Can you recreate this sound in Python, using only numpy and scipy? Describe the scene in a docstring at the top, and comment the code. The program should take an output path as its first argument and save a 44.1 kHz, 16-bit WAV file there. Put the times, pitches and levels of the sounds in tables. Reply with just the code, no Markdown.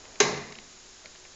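"""Ventilation noise and recorder hiss run from start to end. First come two soft knocks and two dry clicks.
At 0.2 seconds a steel part of a gym machine slams against its stop with one hard clank.
The blow rings the frame and sets the floor booming, and a large room answers with a fading echo.
A few faint clicks sound as it dies away, and more clicks and knocks follow after the one-second mark."""
import sys
import numpy as np
from scipy import signal
from scipy.fft import rfft, irfft, next_fast_len
from scipy.io import wavfile
from scipy.ndimage import map_coordinates

SR = 44100
rng = np.random.default_rng(int(sys.argv[2]) if len(sys.argv) > 2 else 0)


def dump_mix(stems):
    """Bounce the given channels to the path in sys.argv[1] as a 16-bit WAV at rate SR."""
    frames = np.atleast_2d(stems).T  # one column per channel
    limited = np.clip(frames, -1, 1)  # hard clip at full scale
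    pcm = np.round(limited * 32767).astype(np.int16)
    wavfile.write(sys.argv[1], SR, pcm)


N = 59535  # 1.35 seconds
TOP_HZ = 8624


def amp(db):
    """Turn decibels into a number to multiply by."""
    return 10 ** (np.asarray(db) / 20)


def unit(x):
    """Scale x to an average (rms) level of 1."""
    return x / np.sqrt(np.mean(x ** 2) + 1e-20)


def along(points, hz):
    """Read the value at hz from (frequency, value) rows, with octaves evenly spaced."""
    freqs, values = np.transpose(points)
    return np.interp(np.log(hz + 1), np.log(freqs + 1), values)


def since(start):
    """Seconds since start, zero before it."""
    return np.maximum(np.arange(N) / SR - start, 0)


def strike(t, rise, fade):
    """A loudness curve that rises and dies away. A fade time is how long a 60 dB drop takes."""
    return (1 - np.exp(-t / rise)) * amp(-60 * t / fade)


def shaped(x, envelope):
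    """Make x follow a loudness curve and give it that curve's energy."""
    return unit(x * envelope) * np.sqrt(np.mean(envelope ** 2))


def wobble(rate):
    """A smooth curve through `rate` random values a second."""
    return map_coordinates(rng.standard_normal(N), [np.arange(N) * rate / SR + 2])


def wavering(hz, rate, depth):
    """A tone whose level and phase drift as many paths through the room add up."""
    drift = 1 + depth * (wobble(rate) + 1j * wobble(rate))
    return np.real(drift * np.exp(2j * np.pi * (hz * since(0) + rng.random())))


def coloured(x, colour):
    """Turn each frequency of x up or down, following (Hz, dB) rows."""
    size = 2 * next_fast_len(N)
    gain = amp(along(colour, np.fft.rfftfreq(size, 1 / SR)))
    cepstrum = irfft(np.log(gain), size)
    # fold the filter so that it rings only after a sound, never before
    cepstrum[1:size // 2] *= 2
    cepstrum[size // 2 + 1:] = 0
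    return irfft(rfft(x, size) * np.exp(rfft(cepstrum)), size)[:N]


def band_limited(x):
    """Remove everything above TOP_HZ."""
    size = 2 * next_fast_len(N)
    return irfft(rfft(x, size) * (np.fft.rfftfreq(size, 1 / SR) < TOP_HZ), size)[:N]


def noise(colour):
    """Steady noise at level 1 with the given mix of low and high frequencies."""
    return unit(band_limited(coloured(rng.standard_normal(N), colour)))


def burst(colour, fades, start, rise):
    """Tones too close to tell apart: they rise from start and die away, each at its own speed."""
    white = rng.standard_normal(N)
    steady_level = np.std(band_limited(coloured(white, colour)))
    hz, t, bands = signal.stft(white, SR, nperseg=128)
    decay = amp(-60 * np.maximum(t - start, 0) / along(fades, hz)[:, None])
    dying = signal.istft(bands * decay, SR, nperseg=128)[1][:N]
    onset = 1 - np.exp(-since(start) / rise)
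    return coloured(dying * onset, colour) / steady_level


# The tone of the hiss and of the moving air. Each row: frequency in Hz, relative level in dB.
HISS_COLOUR = [(20, 8.5), (60, 1.5), (130, -4), (350, -1), (900, -3), (1700, -0.5), (2300, -1.5),
               (3200, -0.5), (4300, 0.5), (5300, 4), (5950, 1), (6550, 7), (7200, 6), (7600, -5.5),
               (8200, -17)]
AIR_COLOUR = [(100, -8.5), (300, -3), (500, -3.5), (900, -5), (3000, -17), (8000, -29.5)]
# How loud the air is over time. Each row: time in seconds, level in dB.
AIR_LEVEL = [(0, -54.5), (.2, -54), (.7, -65), (1.35, -62)]
# Thin machine tones. Each row: pitch in Hz, level in dB.
HUM_TONES = [(369, -68.5), (3870, -70), (4010, -68.5)]

def background():
    """Steady hiss, the low murmur of the ventilation and slightly wavering machine tones."""
    t = since(0)
    air = amp(np.interp(t, *np.transpose(AIR_LEVEL))) * noise(AIR_COLOUR)
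    hum = sum(amp(db) * unit(np.sin(2 * np.pi * hz * t + 0.66 * wobble(rate=8.9)))
              for hz, db in HUM_TONES)
    hiss = amp(-49.5) * noise(HISS_COLOUR)
    return hiss + air + hum


# The soft knocks. Each row: start in seconds, level in dB.
KNOCKS = [(0.049, -49), (0.155, -56), (1.041, -50), (1.052, -50), (1.15, -52.5), (1.251, -48)]
# Their hollow tone. Each row: frequency in Hz, relative level in dB.
KNOCK_COLOUR = [(60, -31), (150, -12), (400, -10), (600, 6.5), (900, -14.5), (1700, 1), (2400, -1.5),
                (3500, -10), (7000, -26)]

def knocks():
    """Faint, hollow knocks that die quickly."""
    envelope = sum(amp(db) * strike(since(start), rise=0.0014, fade=0.1) for start, db in KNOCKS)
    return envelope * noise(KNOCK_COLOUR)


# The dry clicks. Each row: start in seconds, level in dB, length in seconds, pitch in Hz.
CLICKS = [(0.053, -47, 0.0043, 2520), (.1563, -43, 0.0037, 2330), (.3742, -37, 0.0038, 2800),
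          (0.522, -39.5, 0.0053, 2200), (0.552, -41.5, 0.0053, 2750), (0.586, -37, .0035, 2630),
          (1.0566, -37, 0.0029, 2230), (1.1576, -44.5, 0.0022, 2320), (1.249, -48, 0.0053, 2430)]
# The tone of their scrape. Each row: frequency in Hz, relative level in dB.
CLICK_COLOUR = [(200, -26), (600, -17), (1400, -12.5), (2000, -3.5), (2500, 1), (3200, -4.5), (5200, -6),
                (6500, -10), (8000, -42)]

def clicks():
    """Each click is a few milliseconds of scraping contact with a brief ring."""
    edge_s, ring_db = 0.0006, -4.5
    scrape, out = noise(CLICK_COLOUR), np.zeros(N)
    for start, db, length, hz in CLICKS:
        onset = 1 - np.exp(-since(start) / edge_s)
        release = np.exp(-since(start + length) / edge_s)
        ring = amp(ring_db) * np.sin(2 * np.pi * hz * since(start))
        out += shaped(scrape + ring, amp(db) * onset * release)
    return out


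# The struck part's own thunk and chink.
# Each row: start in seconds, pitch in Hz, level in dB, fade time in seconds, rise time in seconds.
PART_TONES = [(.2040, 400, 6, 0.038, .03), (.2026, 6280, 3, 0.0086, .0008),
              (.2021, 2480, -14, 0.022, 0.00088)]
# The quick contacts that make up the clank. Each row: start in seconds, relative level in dB.
CONTACTS = [(0.1965, -28.5), (0.2015, 0), (0.2045, 2.5), (0.208, -10)]
# The tone of the clatter from each contact. Each row: frequency in Hz, relative level in dB.
CLATTER_COLOUR = [(60, -42), (140, -34), (260, -6), (400, 0), (600, -8), (900, 0.5), (1400, -5.5),
                  (2200, 0), (3200, -5.5), (4100, -2), (5000, 0), (5700, -4), (6500, 2.5), (7200, -2.5),
                  (8000, -26)]
# How long the clatter lasts. Each row: frequency in Hz, fade time in seconds.
CLATTER_FADES = [(300, 0.1), (2000, 0.088), (7000, 0.055)]
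# Echoes off the near walls. Each row: delay in seconds, level in dB compared with the clatter.
WALL_ECHOES = [(0.0112, -16), (0.0179, -18), (0.0233, -12), (0.029, -15)]

def clank():
    """The part hits its stop with a thunk and a chink; each contact clatters and echoes off the walls."""
    part = sum(amp(db) * strike(since(start), rise, fade) * np.sin(2 * np.pi * hz * since(start))
               for start, hz, db, fade, rise in PART_TONES)
    clatter = sum(amp(db - 17) * burst(CLATTER_COLOUR, CLATTER_FADES, start, rise=0.00027)
                  for start, db in CONTACTS)
    echoes = sum(amp(db) * np.pad(clatter, (int(delay * SR), 0))[:N] for delay, db in WALL_ECHOES)
    return part + clatter + echoes


# The steel frame's tones. Each row: pitch in Hz, level in dB, fade time in seconds, echo level in dB.
FRAME_TONES = [(397.8, -25, 0.15, -40), (419.2, -20.5, .33, -28), (697, -34.5, .25, -39),
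               (773.7, -27, 0.13, -46.5), (900.4, -34.5, 0.21, -39.5), (1081, -30, 0.15, -39.5),
               (1166, -36.5, .15, -41), (1605, -24.5, .15, -37), (2047, -32, .72, -41),
               (2075, -26.5, 0.17, -41), (2470, -24.5, 0.052, -48.5), (3895, -22, .11, -43.5),
               (4128, -22.5, 0.13, -44), (5030, -21.5, .08, -42), (5520, -39, .1, -42),
               (6100, -26, .1, -38), (6257, -22, 0.07, -37)]

def frame_ring():
    """Each tone of the frame rings, then lingers as a wavering echo that fades with the room."""
    t, out = since(0.2022), np.zeros(N)
    for k, (hz, db, fade, echo_db) in enumerate(FRAME_TONES):
        direction = (-1) ** (k + 1)  # neighbouring tones start by swinging opposite ways
        ring = amp(db) * strike(t, rise=1.3 / hz, fade=fade)
        out += direction * ring * np.sin(2 * np.pi * hz * t)
        echo = amp(echo_db) * strike(t, rise=0.022, fade=along(ROOM_FADES, hz)) / np.sqrt(2)
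        out += shaped(wavering(hz, rate=26.1, depth=0.8), echo)
    return out


# The low tones of floor and room.
# Each row: start in seconds, pitch in Hz, level in dB, fade time in seconds, rise time in seconds.
BOOM_TONES = [(.285, 84, -42.5, 0.47, .04), (0.205, 143, -30, .7, .065), (.204, 183.2, -26.5, 0.48, 0.086),
              (0.26, 218, -39, 0.85, 0.088), (0.237, 238, -38, 0.65, 0.048), (.204, 355, -34, 0.73, 0.026)]

def floor_boom():
    """The floor and room's low tones swell after the blow and waver as they fade."""
    out = np.zeros(N)
    for start, hz, db, fade, rise in BOOM_TONES:
        swell = amp(db) * strike(since(start), rise, fade) / np.sqrt(2)
        out += shaped(wavering(hz, rate=26.7, depth=0.39), swell)
    return out


# The tone of the room's echo. Each row: frequency in Hz, relative level in dB.
ROOM_COLOUR = [(60, -19.5), (110, -15), (200, 0), (310, 1.5), (450, 4.5), (580, 2.5), (720, 3.5),
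               (1130, 4.5), (1380, -3.5), (1750, 1), (2150, 1.5), (2700, -3), (3200, -9), (3650, -3.5),
               (4100, 1), (4550, -3.5), (5200, 0.5), (5750, -2.5), (6300, 0), (6900, 1), (7400, -10.5),
               (8000, -28.5)]
# How long sound lingers in the room. Each row: frequency in Hz, fade time in seconds.
ROOM_FADES = [(100, 0.96), (400, 0.75), (1000, 0.69), (2200, .78), (4000, 0.65), (7000, 0.49)]

def room_echo():
    """The large room smears the clank into a smooth, fading wash of sound."""
    return amp(-22.5) * burst(ROOM_COLOUR, ROOM_FADES, start=0.206, rise=0.0096)


def scene():
    """The clank in its room, with the small sounds around it, on one channel."""
    slam = clank() + frame_ring() + room_echo() + floor_boom()
    return (slam + clicks() + knocks() + background())[None]


# How the recorder colours the sound. Each row: frequency in Hz, boost or cut in dB.
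RECORDER_COLOUR = [(20, 3), (7000, -2.5), (7500, -3), (7900, -9), (8400, -22)]

def record(dry):
    """The recorder lifts the bass a little and cuts off the highest treble."""
    return band_limited(coloured(dry[0], RECORDER_COLOUR))[None]


dry = scene()
out = record(dry)
dump_mix(out)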